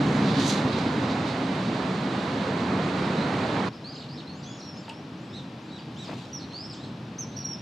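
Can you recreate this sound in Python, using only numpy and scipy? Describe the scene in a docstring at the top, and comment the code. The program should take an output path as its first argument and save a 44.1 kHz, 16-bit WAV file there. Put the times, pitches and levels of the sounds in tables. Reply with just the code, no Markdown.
"""A kingfisher whistles sharply on a river bank: nearly pure gliding tones with a faint octave.
Bulbuls slur, chatter and rasp further off in the bushes: gliding harmonics without a fundamental.
A twig snaps (bursts exciting damped modes) and something splashes lightly (enveloped noise).
Traffic is coloured noise with engine drones: a loud wash of tyre noise, with a brief rustle of dry
grass, stops abruptly and leaves a quieter rumble, in which most of the calls are heard."""
import sys
import numpy as np
from scipy import signal
from scipy.fft import rfft, irfft, next_fast_len
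from scipy.io import wavfile
from scipy.ndimage import map_coordinates

SR = 44100
rng = np.random.default_rng(int(sys.argv[2]) if len(sys.argv) > 2 else 0)


def store_wav(level_fs):
    """Save 16-bit WAV to argv[1]."""
    pcm = np.round(np.clip(np.atleast_2d(level_fs), -1, 1) * 32767)
    wavfile.write(sys.argv[1], SR, pcm.T.astype(np.int16))


N = 335601
TIME = np.arange(N) / SR
CUT_S = 3.693  # the loud wash ends here
# left minus right level of the near road and of the far surroundings: f/Hz, difference/dB
ROAD_SIDE = [(200, 0), (370, -1), (670, -3), (1220, -7.5), (2220, -5), (4060, -4), (7420, -4), (13500, 0)]
FAR_SIDE = [(200, 0), (370, .5), (670, 1.5), (1220, 4.5), (2220, 2.5), (4060, .5), (13500, -.5)]
# shared by slurs and chatter: exponent of the ever faster fall in pitch, level gained over it
FALL_CURVE, FALL_GAIN_DB = 1.49, 1


def from_db(db):
    """Level is logarithmic: 20 dB is a factor of ten in amplitude."""
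    return 10 ** (np.asarray(db) / 20)


def rms_one(x):
    """Normalization to unit mean power."""
    return x / np.sqrt(np.mean(x ** 2) + 1e-20)


def at_hz(points, hz):
    """Interpolation of a spectrum, linear in log frequency."""
    points = np.array(points)
    return np.interp(np.log(hz), np.log(points[:, 0]), points[:, 1])


def pan(side_db):
    """Intensity stereo: a level difference shared equally between left and right."""
    return from_db(np.array([[.5], [-.5]]) * side_db)


def drift(knots_per_s):
    """Random modulation: normal random knots of unit spread joined by straight lines."""
    knots = rng.standard_normal(4096)
    return map_coordinates(knots, [TIME * knots_per_s], order=1, mode="wrap")


def air_noise(spectrum, side=FAR_SIDE):
    """Diffuse field: coloured noise whose two channels are alike in the bass, less so in the treble."""
    # correlation of the two microphones: f/Hz, correlation
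    likeness = [(30, .93), (65, .998), (150, .999), (280, .995), (610, .94), (1330, .72), (2900, .7),
                (6200, .76), (13500, .3)]
    size = next_fast_len(N)
    hz = np.maximum(np.fft.rfftfreq(size, 1 / SR), 1)
    common, apart = rfft(rng.standard_normal((2, size)))
    alike = np.clip(at_hz(likeness, hz), 0, 1)
    pair = np.sqrt(1 + alike) * common + np.sqrt(1 - alike) * apart * [[1], [-1]]
    # 18 dB per octave beyond either end of the given spectrum
    lowest, highest = spectrum[0][0], spectrum[-1][0]
    skirts = np.minimum(1, np.minimum(hz / lowest, highest / hz)) ** 3
    colour = skirts * from_db(at_hz(spectrum, hz))
    return rms_one(irfft(pair * colour * pan(at_hz(side, hz)), size)[:, :N])


def swells(rows):
    """Exponential growth and decay: the summed gain of bursts."""
    total = 0
    for peak_s, db, rise, fall in rows:
        total = total + from_db(db) * np.exp(-np.maximum((peak_s - TIME) / rise, (TIME - peak_s) / fall))
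    return total


def bushes(x, echoes_per_s, early_db, early_s, tail_db, t60):
    """Reverberation: direct sound, early echoes from ground and branches, a tail from the far bank."""
    t = np.arange(SR // 2) / SR
    noise = rng.standard_normal((2, 3, len(t)))
    # part common to both channels, part separate
    early, late = noise[:, :1] + 0.5 * noise[:, 1:]
    arrives = rng.random(len(t)) < echoes_per_s / SR
    early = early * arrives * np.exp(-t / early_s) * (t > .003)
    late = late * from_db(-60 * t / t60) * (t > .02)
    # both energies are relative to the direct sound
    echoes = (from_db(early_db) * rms_one(early) + from_db(tail_db) * rms_one(late)) / np.sqrt(len(t))
    return x + signal.fftconvolve(x[None], echoes, axes=1)[:, :N]


def far_traffic():
    """Superposition of many remote sources: a slowly growing low rumble under an even, soft hush."""
    # spectra: f/Hz, relative level/dB
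    rumble_spectrum = [(25, -46), (45, -32), (68, -18.5), (90, -8), (120, 0), (190, 0), (270, -4.5),
                       (320, -6.5), (350, -12), (600, -28)]
    hush_spectrum = [(60, -41), (200, -0.5), (450, 2), (900, -1), (1400, -6), (1850, -8.5), (2150, -11),
                     (2400, -8.5), (3700, -11), (5200, -16.5), (6500, -24.5), (9000, -35), (11000, -39),
                     (14000, -42)]
    # brief swells of the rumble: t/s, peak level/dB, rise/s, fall/s
    rumble_swells = [(4.15, -44.5, 0.044, 0.11), (6.15, -45, 0.048, 0.071)]
    level_at_cut_db, growth_db_per_s = -42.5, 0.7
    level = from_db(level_at_cut_db + growth_db_per_s * (TIME - CUT_S)) + swells(rumble_swells)
    rumble = level * from_db(1.4 * drift(13)) * air_noise(rumble_spectrum)
    hush = from_db(-46.0 + 0.065 * drift(3.0)) * air_noise(hush_spectrum)
    return rumble + hush


def engines(near):
    """Periodic sources: frequency-modulated sines that stand out for a while, on the near or far road."""
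    # drones that swell and fade: middle t/s, half length/s (to 1/e), mean f/Hz, relative level/dB
    drones = [(0.147, 0.44, 206, -29.5), (0.244, 0.51, 146.5, -31.5), (.3, 0.59, 268.2, -30),
              (0.206, 0.45, 122, -47), (1.352, 1.1, 261.3, -35), (1.647, 0.17, 185.5, -36),
              (3, 2.26, 188.2, -34.5), (5.602, 3.4, 266.4, -52), (5.9, 1.47, 318.6, -50)]
    out = np.zeros(N)
    for middle, half, hz, db in drones:
        if (middle < CUT_S) == near:
            swell = np.exp(-((TIME - middle) / half) ** 2)
            phase = phase_of(hz * (1 + 0.01533 * drift(15)))
            out += from_db(db + 1.5 + 2 * drift(7.6)) * swell * np.sin(phase)
    return out


def near_traffic():
    """Incoherent addition of power: passing vehicles add to a stream of engine noise and tyre noise."""
    # spectra: f/Hz, relative level/dB
    throb_spectrum = [(25, -38), (42, -28), (55, -13), (72, -4), (90, 4), (130, -28)]
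    rumble_spectrum = [(25, -41), (45, -35), (70, -16.5), (100, -6), (140, 1.5), (195, 1), (275, 1),
                       (370, -7), (600, -27.5)]
    roar_spectrum = [(200, -13), (420, 1), (600, -1), (950, -2.5), (1400, -7.5), (2200, -11.5), (3200, -21),
                     (5000, -65)]
    hiss_spectrum = [(1600, -8.5), (2700, -1), (3300, 0), (3900, 2), (4500, -1.5), (5400, -9.5),
                     (7000, -14), (9000, -22.5), (11000, -34.5), (14000, -44)]
    # vehicles: closest t/s, half duration/s (to 1/e of power),
    # power added to throb, rumble and roar, each relative to the steady stream/dB
    passes = [(.15, 0.84, 8, 4, 1), (3.28, 0.85, 10.5, -0.5, 0.5)]
    throb_db, rumble_db, roar_db, hiss_db = -59, -31, -32.5, -42  # the steady stream
    hiss_follows = 0.33  # share of the roar's lift in dB that the hiss takes
    power = 1
    for closest, half, *added_db in passes:
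        passing = np.exp(-((TIME - closest) / half) ** 2)
        power = power + from_db(added_db)[:, None] ** 2 * passing
    throb_lift, rumble_lift, roar_lift = 10 * np.log10(power)
    throb = from_db(throb_db + throb_lift) * air_noise(throb_spectrum, ROAD_SIDE)
    rumble = from_db(rumble_db + rumble_lift + 0.97 * drift(11)) * air_noise(rumble_spectrum, ROAD_SIDE)
    roar = from_db(roar_db + roar_lift + 0.72 * drift(12)) * air_noise(roar_spectrum, ROAD_SIDE)
    hiss_level = from_db(hiss_db + hiss_follows * roar_lift + .5 * drift(21.1))
    return throb + rumble + roar + hiss_level * air_noise(hiss_spectrum, ROAD_SIDE)


def grass():
    """Friction noise: stalks brush together in grainy rustles, the driest blades add a brighter swish."""
    # rustles of stalks, swishes of blades: t/s, relative peak level/dB, rise/s, fall/s
    rustles = [(.3, -37, .09, 0.065), (.40, -33, 0.03, 0.059), (.50, -32.5, 0.059, 0.11),
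               (.73, -39.5, 0.017, 0.15), (.79, -43, 0.0083, 0.027), (1.11, -39.5, .03, 0.04),
               (1.29, -37.5, 0.037, 0.036)]
    swishes = [(.15, -51.5, .2, 0.23), (.402, -41.5, 0.011, .03), (.49, -33, 0.028, 0.05),
               (.79, -54, .01, .02), (.94, -55, .015, .05), (1.28, -54, .02, .04)]
    # spectra: f/Hz, relative level/dB
    stalk_spectrum = [(1500, -5.5), (3000, -3), (3800, 5.5), (4600, 1.5), (5600, -8), (7500, -20),
                      (10000, -31), (14000, -44)]
    blade_spectrum = [(2000, -26), (4500, -12), (6000, 5), (6900, 3), (8200, -6), (11300, -16),
                      (14000, -29)]
    stalks = swells(rustles) * air_noise(stalk_spectrum, ROAD_SIDE)
    blades = swells(swishes) * air_noise(blade_spectrum, ROAD_SIDE)
    grain = from_db(2.2 * drift(400))
    return from_db(-1.0) * (stalks + blades) * grain


def splash():
    """Impact noise of a liquid: water slaps shut in three quick gulps, and spray patters down."""
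    # slaps of water, showers of falling spray: t/s, peak level/dB, rise/s, fall/s
    slap_rows = [(6.096, -35.5, 0.021, 0.009), (6.115, -34, 0.0045, 0.011), (6.133, -39, 0.0041, 0.014)]
    shower_rows = [(6.05, -50.5, 0.082, 0.058), (6.18, -51, 0.062, 0.16)]
    # spectra: f/Hz, relative level/dB
    slap_spectrum = [(200, 2), (420, 7), (1000, -2), (1600, -10.5), (2500, -8), (4500, -43), (12000, -43)]
    spray_spectrum = [(1000, -27), (2500, 5), (3700, 11), (5200, 0), (7200, -2), (10000, -18), (14000, -23)]
    slaps = swells(slap_rows) * air_noise(slap_spectrum)
    patter = from_db(2.7 * drift(300))
    return slaps + swells(shower_rows) * air_noise(spray_spectrum) * patter


def twig():
    """Modal excitation: bursts of tearing fibres sound directly and ring the damped modes of the wood."""
    # cracks: t/s, relative level/dB, low-pass cut-off f/Hz
    cracks = [(4.881, -28.5, 1900), (4.8928, -32, 12000), (4.896, -28.5, 3400), (4.8985, -31, 2600)]
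    # modes of the wood: f/Hz, relative level/dB, time to decay by 60 dB/s
    modes = [(620, -18, 0.036), (907, -12, 0.069), (1380, -21, 0.033), (2750, 0.5, 0.008),
             (3270, -2, 0.008), (4500, 2, 0.0042), (9050, -4, .0015)]
    force, ringing = np.zeros(N), np.zeros(N)
    for crack_s, db, cut_hz in cracks:
        burst = rng.standard_normal(400) * np.exp(-np.arange(400) / SR / 0.001)
        burst = signal.sosfilt(signal.butter(2, cut_hz, fs=SR, output="sos"), burst)
        first = int(crack_s * SR)
        force[first:first + len(burst)] += from_db(db) * burst / np.linalg.norm(burst)
    for k, (hz, db, t60) in enumerate(modes):
        radius, angle = from_db(-60 / (t60 * SR)), 2 * np.pi * hz / SR
        feedback = [1, -2 * radius * np.cos(angle), radius ** 2]
        # successive modes have opposite sign
        ringing += (-1) ** k * from_db(db) * signal.lfilter([0, np.sin(angle)], feedback, force)
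    dry_snap = ringing + from_db(3) * force
    return from_db(-6.5) * bushes(dry_snap, echoes_per_s=4400, early_db=-4.5, early_s=.024,
                                  tail_db=-13, t60=0.32)


def note(start, length, edge_s):
    """Gating: the samples of one note, the time within it, and a gate with soft edges."""
    at = np.flatnonzero((TIME > start - edge_s) & (TIME < start + length + edge_s))
    t = TIME[at] - start
    gate = np.clip(1 + np.minimum(t, length - t) / edge_s, 0, 1) ** 2
    return at, np.clip(t, 0, length), np.sqrt(2) * gate  # a sine of RMS 1


def phase_of(hz):
    """Phase is the time integral of angular frequency."""
    return 2 * np.pi * np.cumsum(hz) / SR


def slur(start, rise, hold, fall, start_hz, top_hz, end_hz, db):
    """Frequency glide: a call climbs, holds and tumbles; returns its samples, pitch and gain."""
    rise_curve = 1.4  # it climbs quickly and levels off at its top
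    scoop_share, scoop_s = 0.0403, 0.0044  # it opens with a small scoop from below
    onset_db, onset_s = 3.5, 0.0055  # it swells from this far down
    sag_db = 5.5  # level lost over the climb
    at, t, gate = note(start, rise + hold + fall, edge_s=0.0033)
    up = np.clip(t / rise, 0, 1)
    down = np.clip((t - rise - hold) / fall, 0, 1)
    hz = top_hz - (top_hz - start_hz) * (1 - up) ** rise_curve - (top_hz - end_hz) * down ** FALL_CURVE
    scoop = 1 - scoop_share * np.exp(-t / scoop_s)
    level_db = db - onset_db * np.exp(-t / onset_s) - sag_db * up + FALL_GAIN_DB * down
    return at, hz * scoop, gate * from_db(level_db)


def plunge(top_s, fall, top_hz, end_hz, db):
    """Rapid glide: a note flicks up, thins at the turn and plunges; returns its samples, pitch and gain."""
    rise_s, lift_share, onset_db = .009, 0.1985, 5  # the flick: length, share of pitch, weaker start
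    turn_db, turn_s = 2, .004  # the dip in level at the top
    at, t, gate = note(top_s - rise_s, rise_s + fall, edge_s=.002)
    t = t - rise_s  # zero at the top
    before, down = np.clip(-t / rise_s, 0, 1), np.clip(t / fall, 0, 1)
    hz = top_hz * (1 - lift_share * before ** 2) - (top_hz - end_hz) * down ** FALL_CURVE
    turn = np.exp(-(t / turn_s) ** 2)
    return at, hz, gate * from_db(db - onset_db * before - turn_db * turn + FALL_GAIN_DB * down)


def arch(middle, length, top_hz, db, droop):
    """Parabolic glide: a short note highest and loudest mid-way; returns its samples, pitch and gain."""
    at, t, gate = note(middle - length / 2, length, edge_s=.006)
    off_top = (2 * t / length - 1) ** 2
    return at, top_hz * (1 - droop * off_top), gate * from_db(db - 5 * off_top)


def bulbuls():
    """Source and filter: the throat hides the fundamental of each call and passes the next harmonics."""
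    # slurs: start t/s, rise/s, hold/s, fall/s, start f/Hz (before the scoop), top f/Hz, end f/Hz,
    # relative level of the second harmonic/dB, third relative to second/dB, waver as a share of pitch
    slur_rows = [ (3.167, 0.034, .002, .003, 1930, 2110, 2090, -41, -25, .008),
                 (3.208, .036, .004, .006, 1950, 2130, 2080, -41, -25, 0.005),
                 (3.46, 0.024, .003, .004, 2240, 2400, 2330, -47, -25, .008),
                 (3.725, 0.023, .01, .015, 2100, 2640, 2300, -52, -25, .014),
                 (3.843, 0.074, .008, 0.014, 2080, 2480, 2000, -41, -28, 0.0087),
                 (3.92, 0.083, .017, .03, 1900, 2540, 1750, -63, 2, 0.01),
                 (4.087, .013, 0.0019, .003, 2080, 2420, 2350, -45, -25, .02),
                 (4.109, 0.046, 0.011, 0.015, 2210, 2700, 1900, -47.5, -26, 0.013),
                 (4.272, 0.038, .004, 0.004, 2075, 2190, 2170, -44.5, -27, 0.014),
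                 (4.33, .078, 0.0046, .02, 1950, 2530, 1790, -60.5, 0, 0.016),
                 (4.434, 0.058, 0.074, .022, 1915, 2260, 1680, -61.5, 11, 0.02),
                 (4.456, 0.085, 0.0091, .006, 1710, 1680, 1630, -49, -20, 0.019),
                 (4.492, 0.066, .003, .011, 2340, 2770, 1900, -53, -24, 0.014),
                 (4.734, 0.082, 0.0072, 0.013, 1800, 2520, 1950, -59.5, -0.5, .016),
                 (5.138, 0.12, .005, .015, 1500, 2640, 2400, -69, 3, 0.016),
                 (5.296, .035, 0.007, 0.012, 1660, 1800, 1750, -58, 2, 0.033),
                 (5.575, .1, .005, .015, 1550, 2580, 2400, -69, 2, .016),
                 (5.764, .006, 0.0018, 0.028, 1757, 1900, 1196, -46, -14, .02),
                 (6.213, 0.0136, .002, .003, 1850, 2350, 2300, -50, -22, .014),
                 (6.24, .062, .004, .008, 2500, 2860, 2700, -61, -25, .014),
                 (6.503, 0.021, .003, .003, 2080, 2150, 2130, -48, -25, 0.015),
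                 (6.521, .014, .001, .002, 1440, 2120, 2150, -47, -10, .012),
                 (6.535, 0.14, 0.015, 0.03, 2150, 2706, 2320, -39, -26, 0.0063),
                 (6.73, .002, 0.001, 0.023, 2690, 2700, 1640, -54.5, 6.5, .016),
                 (6.753, 0.12, .005, .018, 2160, 2660, 2300, -59, -7, .018),
                 (6.765, 0.09, .004, 0.007, 1600, 2110, 2000, -50.5, -17, 0.024),
                 (7.328, 0.081, .004, .018, 1830, 2530, 2030, -52, -25, 0.012),
                 (7.525, .04, .005, .008, 1480, 1860, 1750, -55, -22, .012)]
    # chatter: t of the top/s, fall/s, top f/Hz, end f/Hz, relative level/dB
    chatter = [(3.952, 0.012, 2570, 1900, -44), (3.968, .004, 1600, 1450, -48),
               (3.979, 0.0094, 2500, 1900, -45), (4.002, 0.0096, 2280, 1710, -47),
               (4.022, .005, 2250, 1740, -44), (4.031, .012, 1490, 1400, -51),
               (4.043, 0.0087, 2050, 1650, -50), (4.182, 0.0054, 2150, 1840, -43),
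               (4.194, 0.014, 2186, 1410, -46), (4.433, .012, 2400, 1820, -49),
               (4.597, 0.019, 2930, 2050, -48), (4.84, 0.02, 2390, 1690, -53),
               (5.694, 0.01, 2300, 1820, -53), (5.712, .012, 2050, 1790, -53),
               (6.051, .014, 2600, 2130, -48), (6.078, 0.011, 2520, 1900, -49),
               (6.144, .009, 2250, 1700, -55), (6.403, 0.0097, 2300, 1860, -46),
               (6.722, 0.025, 2370, 1450, -49), (6.843, 0.011, 2170, 1550, -47),
               (7.432, 0.0114, 2350, 1950, -51), (7.449, 0.0073, 2200, 2000, -54)]
    # hoarse rasps: middle t/s, length/s, top f/Hz, relative level/dB, droop at the ends as a share of
    # pitch, third and fourth harmonics relative to second/dB, waver as a share of pitch
    rasps = [(4.638, .045, 2160, -50, 0.12, -16, 0.042), (5.368, 0.076, 1987, -45, .12, -17, 0.064),
             (5.746, 0.048, 2013, -46.5, .12, -18, 0.03), (5.796, .028, 2390, -51, .08, -18, .03),
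             (6.011, .09, 1965, -46, .24, -11.5, 0.019), (6.427, 0.038, 2120, -46.5, .06, -19, 0.045)]
    chatter_third_db, chatter_waver, usual_fourth_db = -21, .016, -20
    # the fourth harmonic fades above the top of the throat's range
    throat_top_hz, throat_db_per_octave = 7400, 50
    calls = [(*slur(*row), third_db, usual_fourth_db, waver) for *row, third_db, waver in slur_rows]
    calls += [(*plunge(*row), chatter_third_db, usual_fourth_db, chatter_waver) for row in chatter]
    calls += [(*arch(*row), upper_db, upper_db, waver) for *row, upper_db, waver in rasps]
    out, wander = np.zeros(N), drift(600)
    for at, hz, gain, third_db, fourth_db, waver in calls:
        phase = phase_of(hz * (1 + waver * wander[at]))
        throat_db = throat_db_per_octave * np.maximum(np.log2(4 * hz / throat_top_hz), 0)
        third = from_db(third_db) * np.sin(3 * phase)
        fourth = from_db(fourth_db - throat_db) * np.sin(4 * phase)
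        out[at] += gain * (np.sin(2 * phase) + third + fourth)
    room = bushes(out, echoes_per_s=1100, early_db=-2, early_s=0.032, tail_db=-10, t60=0.7)
    return from_db(-2.0) * pan(-1.6) * room


def kingfisher():
    """Frequency modulation: nearly pure whistles flick to a top and bend away, with a slight tremor."""
    # whistles: start t/s, length/s, attack/s, start f/Hz, top f/Hz, end f/Hz, relative level/dB
    whistles = [(3.686, 0.17, .004, 5330, 5390, 5350, -60.5), (4.622, 0.14, .008, 5650, 5630, 5110, -43.5),
                (4.767, .055, .004, 5120, 5220, 5180, -47.5), (4.933, 0.07, .004, 5200, 5300, 5750, -55),
                (6.33, 0.063, .002, 5620, 5870, 5050, -35), (7.184, 0.054, 0.0046, 5520, 6340, 5360, -31.5),
                (7.366, 0.0356, .002, 5320, 5830, 5540, -34), (7.399, 0.037, .003, 5520, 5680, 5480, -38),
                (7.446, 0.035, .003, 5610, 5730, 5410, -28.5), (7.482, 0.07, .009, 5470, 5670, 5260, -29.5)]
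    flick_s = 0.0027  # time constant of the glide from start to top
    onset_db, fade_db = 8, 11  # each swells from this far down, and fades by this much
    bend_curve = 1.9  # it bends ever faster towards its end pitch
    out, tremor, unsteady = np.zeros(N), from_db(2 * drift(130)), 1 + 0.0041 * drift(500)
    for start, length, attack, start_hz, top_hz, end_hz, db in whistles:
        at, t, gate = note(start, length, edge_s=0.0041)
        bend = (t / length) ** bend_curve
        hz = top_hz + (start_hz - top_hz) * np.exp(-t / flick_s) + (end_hz - top_hz) * bend
        phase = phase_of(hz * unsteady[at])
        gain = gate * from_db(db - onset_db * np.exp(-t / attack) - fade_db * bend) * tremor[at]
        out[at] += gain * (np.sin(phase) + from_db(-33) * np.sin(2 * phase))
    room = bushes(out, echoes_per_s=1000, early_db=-4.5, early_s=0.019, tail_db=-12.5, t60=0.7)
    return from_db(-3.0) * pan(-1.8) * room


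def scene():
    """Linear superposition: the loud wash gives way at once to the calm bank; the rest is added."""
    loud = np.clip((CUT_S - TIME) / 0.0076, 0, 1)
    wash = near_traffic() + engines(near=True) + grass()
    calm = far_traffic() + engines(near=False)
    background = loud * wash + (1 - loud) * calm
    return background + splash() + twig() + bulbuls() + kingfisher()


def record(dry):
    """Band limitation: the sound opens over 3 ms and is cut steeply above 14.2 kHz."""
    opened = dry * np.minimum(TIME / .003, 1)
    return signal.sosfilt(signal.ellip(10, .1, 80, 14200, fs=SR, output="sos"), opened)


dry = scene()
out = record(dry)
store_wav(out)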